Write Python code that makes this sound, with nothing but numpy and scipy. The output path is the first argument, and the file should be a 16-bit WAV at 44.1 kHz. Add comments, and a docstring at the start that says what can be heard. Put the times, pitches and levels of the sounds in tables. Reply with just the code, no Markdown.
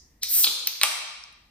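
"""Opening a drink can in a bare, echoing room

The tab clicks, gas jets through the first slit, the scored lid tears in several cracks and the flap pops in.
Cracks and creaks ring the modes of lid and can; jet and closing rush of gas are shaped noise.
Two faint ticks follow. Early echoes, a noise-like tail, room air, rumble and mains hum surround the can,
and a two-port microphone nearby hears it all in stereo.
"""
import sys
import numpy as np
from scipy import signal
from scipy.fft import rfft, irfft
from scipy.io import wavfile

SR = 44100
rng = np.random.default_rng(int(sys.argv[2]) if len(sys.argv) > 2 else 0)


def dump_mix(stems):
    """Bounce the given channels to the path in sys.argv[1] as a 16-bit WAV at rate SR."""
    frames = np.atleast_2d(stems).T  # one column per channel
    limited = np.clip(frames, -1, 1)  # hard clip at full scale
    pcm = np.round(limited * 32767).astype(np.int16)
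    wavfile.write(sys.argv[1], SR, pcm)


N = 66150

# Ringing modes of lid and can. Each row: pitch in Hz, relative level in dB, t60 in seconds.
LID_MODES = [(309, -2, 0.01), (628, -4, 0.0095), (860, -5.5, 0.011), (1012, 0, 0.0092), (1196, -3, 0.015),
             (1717, 4, 0.0036), (2365, 6.5, 0.0072), (2780, -6, 0.011), (3205, 5.5, 0.0056),
             (3582, 1, 0.0092), (4077, 1.5, 0.0074), (4550, -0.5, 0.0092), (5187, 5, 0.005),
             (6055, 0, 0.0089), (6670, 7.5, 0.0034), (7460, 6, 0.0039), (8430, 14, 0.0027),
             (9600, 6, 0.0046), (11050, 21, 0.0017), (12600, 13.5, 0.0026), (14350, 3.5, 0.01),
             (14220, -0.5, 0.0041), (15400, -13, 0.0025)]
# Swell and ebb of the low rumble, which the hum follows. Each row: time in seconds, level in dB.
RUMBLE_SWELL = [(0.0, -59.5), (0.17, -60.5), (0.422, -65), (0.47, -59), (0.542, -72), (0.952, -70),
                (0.976, -74), (1.186, -72.5), (1.5, -62.5)]
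ATTACK_S = 0.00024  # time constant of the onset of cracks and ticks


def amp(db):
    """Turns dB into a gain."""
    return 10 ** (np.asarray(db) / 20)


def evened(x):
    """Brings a sound to an RMS of 1 over all its samples."""
    return x / np.sqrt(np.mean(x ** 2) + 1e-20)


def read(points, hz):
    """Reads a table of values by frequency, in straight lines over log frequency."""
    f, value = np.transpose(points)
    return np.interp(np.log(hz + 1), np.log(f + 1), value)


def coloured(x, points):
    """Shapes a sound by a dB spectrum."""
    gain = amp(read(points, np.fft.rfftfreq(x.shape[-1], 1 / SR)))
    return irfft(rfft(x) * gain, x.shape[-1])


def curve(points):
    """Draws a level curve as gain, as good as silent outside its ends."""
    level_db = np.interp(np.arange(N) / SR, *np.transpose(points), left=-200, right=-200)
    return amp(level_db)


def ring(x, hz, t60):
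    """Rings one mode as a two-pole resonator: a click of height 1 rings with height 1."""
    r, w = amp(-60 / (t60 * SR)), 2 * np.pi * hz / SR
    return signal.lfilter([0, np.sin(w)], [1, -2 * r * np.cos(w), r * r], x)


def hum():
    """Mains hum: one steady low sine that rises and falls with the rumble."""
    hum_hz, over_rumble_db = 51.4, -12
    sine = np.sqrt(2) * np.sin(2 * np.pi * hum_hz * np.arange(N) / SR)
    return curve(RUMBLE_SWELL) * amp(over_rumble_db) * sine


def ambience():
    """Two unrelated channels of noise: room air, low rumble and a faint treble band still dying away."""
    # Spectrum of the room air. Each row: frequency in Hz, relative level in dB per Hz.
    air_colour = [(240, -12.5), (400, -18), (994, -18), (1500, -28), (1900, -13.5), (2290, -27),
                  (11600, -49.5), (14400, -31), (16000, -50.5)]
    # Spectrum of the rumble. Each row: frequency in Hz, relative level in dB.
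    rumble_colour = [(15, -13), (33, -6.5), (55, 5.5), (100, -12), (200, -10.5), (400, -20.5), (800, -35)]
    air_db = -70.5
    treble_hz, treble_width_hz, treble_db, treble_t60_s = 5670, 1630, -53, 0.43
    t = np.arange(N) / SR

    rumble = curve(RUMBLE_SWELL) * evened(coloured(rng.standard_normal((2, N)), rumble_colour))
    edges = [treble_hz - treble_width_hz / 2, treble_hz + treble_width_hz / 2]
    band = signal.butter(N=2, Wn=edges, btype="band", fs=SR)
    treble = evened(signal.lfilter(*band, rng.standard_normal((2, N))))
    treble *= amp(treble_db - 60 * t / treble_t60_s)
    air = amp(air_db) * evened(coloured(rng.standard_normal((2, N)), air_colour))
    return air + treble + rumble


def room(x):
    """Reverberates through two unrelated tails of sparse taps, each band dying at its own speed."""
    # Decay before the sag is added. Each row: frequency in Hz, t60 in seconds.
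    decay = [(200, 0.28), (500, 1.18), (1500, 1.3), (4500, 1.254), (8000, 0.82), (12000, 0.47),
             (16000, 0.36)]
    # Loudness of the tail. Each row: frequency in Hz, tail over direct sound in dB.
    tail_level = [(200, 0.5), (1000, 3), (3000, -1), (6000, 0), (10000, -2), (15800, -12.5), (16100, -29)]
    build_s = 0.0029
    sag_db = -30.5  # the tail steepens: extra fall after one second, growing with the cube of time

    # one tap of random sign at a random place in every ten samples
    taps = np.zeros((2, SR))
    at = np.arange(200, SR - 10, 10)
    places = at + rng.integers(0, 10, (2, len(at)))
    np.put_along_axis(taps, places, rng.choice([-1., 1.], (2, len(at))), 1)
    taps *= 1 - np.exp(-np.arange(SR) / SR / build_s)

    hz, t, bands = signal.stft(taps, SR, nperseg=256)
    t60 = read(decay, hz)[:, None]
    fall_db = -60 * t / t60 + sag_db * t ** 3
    gain = amp(fall_db + read(tail_level, hz)[:, None]) / np.sqrt(t60)  # evens out long and short decays
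    tail = signal.istft(bands * gain, SR, nperseg=256)[1]
    # energy of a tail of these taps, per second of t60
    energy_per_s = np.mean(taps[0, SR // 2:] ** 2) * SR / (6 * np.log(10))
    return signal.fftconvolve(x[None], tail / np.sqrt(energy_per_s), axes=1)[:, :N]


def echoes(can):
    """Early reflections off table, wall and floor: delayed copies with a softened treble."""
    # Each row: delay in seconds, level in dB.
    bounces = [(.0036, -6), (.0070, -11), (.0103, -17), (.0165, -15), (.0235, -15)]
    # Treble loss of the echoes. Each row: frequency in Hz, gain in dB.
    dulling = [(500, 0), (3500, 0), (6000, -4), (9000, -9), (16000, -12)]
    copies = sum(amp(db) * np.roll(can, round(s * SR)) for s, db in bounces)
    return coloured(copies, dulling)


def ports(direct, diffuse):
    """Direct sound reaches both ports with a phase and level difference; diffuse sound is only partly alike."""
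    # Each row: frequency in Hz, likeness of the diffuse sound at the two ports, 1 being identical.
    likeness = [(40, 1), (150, 0.91), (300, 0.96), (800, 0.23), (6000, 0.049), (9000, 0.21), (10500, 1),
                (16000, 1)]
    # Each row: frequency in Hz, phase by which the right port leads in radians.
    phase_lead = [(0, 0), (2000, -.5), (4000, -1.5), (5500, -2.1), (7200, -3.1), (9000, 0), (11200, 3.1),
                  (13500, 6.3), (16500, 10.5)]
    # Each row: frequency in Hz, left over right in dB.
    balance = [(300, 0.3), (1200, 2), (3000, 1.5), (6000, 0), (9000, -1.5), (14000, 0.5)]
    hz = np.fft.rfftfreq(N, 1 / SR)
    same = np.clip(read(likeness, hz), 0, 1)
    a, b = rfft(diffuse)
    near = rfft(direct)
    # each port takes half of the phase and level difference
    turn = np.exp(.5j * np.interp(hz, *np.transpose(phase_lead)))
    tilt = amp(read(balance, hz) / 2)
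    left = (near + a) * tilt / turn
    right = (near + same * a + np.sqrt(1 - same ** 2) * b) * turn / tilt
    return irfft(np.array([left, right]), N)


def ticks():
    """Bent metal settles in faint late ticks: each is one short high ring with a bright snap of noise."""
    # Each row: start in seconds, pitch in Hz, level before the onset ramp in dB.
    settling = [(1.2384, 5300, -25), (1.3272, 10600, -44)]
    # Spectrum of the snap. Each row: frequency in Hz, gain in dB.
    snap_colour = [(3000, -30), (6500, 4), (9000, -6), (14000, -16), (16000, -30)]
    t60_s, snap_db = .008, -13
    out, t = np.zeros(N), np.arange(1024) / SR
    for s, hz, db in settling:
        shape = (1 - np.exp(-t / ATTACK_S)) * amp(db - 60 * t / t60_s)
        snap = amp(snap_db) * coloured(rng.standard_normal(len(t)), snap_colour)
        out[round(s * SR):][:len(t)] += shape * (np.sin(2 * np.pi * hz * t) + snap)
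    return out


def creak():
    """The tab strains the score line: dense tiny slips of uneven size ring the lid's modes."""
    # Swell of the creaking. Each row: time in seconds, level in dB.
    strain = [(.208, -94), (.216, -54.5), (.228, -32.5), (.24, -36), (.27, -37.5), (.31, -42), (.41, -64),
              (.432, -31.5), (.446, -21.5), (.46, -37.5), (.48, -33), (.50, -42.5), (.55, -62)]
    # Spectrum laid over the ringing. Each row: frequency in Hz, gain in dB.
    strain_colour = [(1000, -30), (2500, -22), (4300, 7.5), (6000, -3.5), (8000, -18.5), (10000, -47)]
    slips_per_s, spread_db = 1700, 1
    sizes = amp(spread_db * np.minimum(rng.exponential(1, N), 5))
    slips = sizes * (rng.random(N) < slips_per_s / SR)
    slips *= rng.choice([-1., 1.], N)
    # neighbouring modes ring with opposite signs
    lid = sum((-1) ** k * amp(db) * ring(slips, hz, t60) for k, (hz, db, t60) in enumerate(LID_MODES))
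    return curve(strain) * evened(coloured(lid, strain_colour))


def jet():
    """Gas hisses through the slit: bright turbulent noise that swells as the slit works open."""
    # Each row: time in seconds, level in dB.
    swell = [(0.233, -94), (.233, -28), (.243, -33), (.26, -50.5), (.30, -28), (.338, -20), (.366, -18.5),
             (0.391, -17.5), (.425, -20), (.446, -20), (.46, -28.5), (.475, -39), (.50, -81), (.53, -85)]
    # Spectrum of the hiss. Each row: frequency in Hz, relative level in dB.
    hiss_colour = [(300, -45), (1000, -33), (2500, -24.5), (3300, -22), (4500, -15), (5800, -10.5),
                   (7500, -10.5), (10000, -7), (13000, -1.5), (15800, 4), (16100, -43.5)]
    return curve(swell) * evened(coloured(rng.standard_normal(N), hiss_colour))


def pop():
    """A short rush of gas leaves the can once the flap is in: noise that jumps up and dies away."""
    # Spectrum of the rush. 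Each row: frequency in Hz, relative level in dB.
    rush_colour = [(300, -41.5), (600, -6.5), (1000, 9.5), (3000, -37.5), (6000, -2), (9000, -1),
                   (14000, -7)]
    start_s, level_db, t60_s, rise_s = .835, -19.5, 0.056, 0.0017
    t = np.arange(N) / SR - start_s
    rush = evened(coloured(rng.standard_normal(N), rush_colour))
    return np.clip(t / rise_s, 0, 1) * amp(level_db - 60 * np.maximum(t, 0) / t60_s) * rush


def cracks():
    """Each crack is a burst of tearing noise along with the lid's modes, each detuned slightly at random."""
    # Centres in Hz of the eight regions that colour a crack.
    colour_hz = [300, 900, 2300, 2950, 4000, 5500, 9000, 13500]
    # Each row: start in seconds, then the level in dB near each of the eight centres.
    tears = [(.2321, -90, -59, -28.5, -29, -22, -11, -26, -22),
             (.4430, -37, -27, -28.5, -19, -1.5, -21, -59, -46.5),
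             (0.463, -64, -68.5, -50, -40.5, -27.5, -43.5, -49.5, -43),
             (0.4654, -71, -75, -41.5, -35, -22.5, -39.5, -42.5, -53),
             (0.469, -27, -29.5, -22, -23, -12.5, -38, -64, -30.5),
             (0.4741, -50.5, -59, -47, -19, -12.5, -45, -60, -47.5),
             (0.4816, -62, -62.5, -52.5, -39.5, -17.5, -48.5, -49, -53.5),
             (0.6719, -49.5, -43.5, -26, -24, -13, -12, -33.5, -8.5),
             (0.8133, -54, -23, -16, -38, -6.5, -24, -25.5, -32),
             (0.8266, -63, -22.5, -36.5, -36, -33, -22, -50, -43.5),
             (.8331, -40, -10.5, -12.5, -7, -12.5, -8.5, -13, -11)]
    snap_db, snap_t60_s = -3.5, 0.021  # ragged noise of the tearing metal
    body_lag_s, body_below_hz = .0004, 7000  # least lag of the low modes, at most doubled by chance
    detune = .015  # greatest shift of a mode, as a share of its pitch
    out, t = np.zeros(N), np.arange(2048) / SR
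    onset = (1 - np.exp(-t / ATTACK_S)) ** 2
    for s, *colour_db in tears:
        colour = list(zip(colour_hz, colour_db))
        luck = rng.uniform(-1, 1, len(LID_MODES))
        snap = coloured(rng.standard_normal(len(t)), colour) * amp(snap_db - 60 * t / snap_t60_s)
        out[round(s * SR):][:len(t)] += onset * snap
        for k, (hz, db, t60) in enumerate(LID_MODES):
            lag_s = body_lag_s * (hz < body_below_hz) * (1 + abs(luck[k - 1]))
            at = round((s + lag_s) * SR)
            shape = onset * amp(db + read(colour, hz) - 60 * t / t60)
            tone = np.sin(2 * np.pi * hz * (1 + detune * luck[k]) * t)
            out[at:at + len(t)] += (-1) ** k * shape * tone
    return out


def scene():
    """The can sounds in the room, directly, by echoes and by the tail, amid the ambience."""
    # a small can sends out little bass below 200 Hz
    radiation = signal.butter(N=3, Wn=200, btype="high", fs=SR, output="sos")
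    can = signal.sosfilt(radiation, cracks() + creak() + jet() + pop())
    direct = can + echoes(can) + ticks() + hum()
    diffuse = room(can) + ambience()
    return ports(direct, diffuse)


def record(dry):
    """Limits the band: a steep low-pass at 16500 Hz."""
    low_pass = signal.firwin(1023, 16500, window=("kaiser", 12), fs=SR)
    return signal.oaconvolve(dry, low_pass[None], "same")


dry = scene()
out = record(dry)
dump_mix(out)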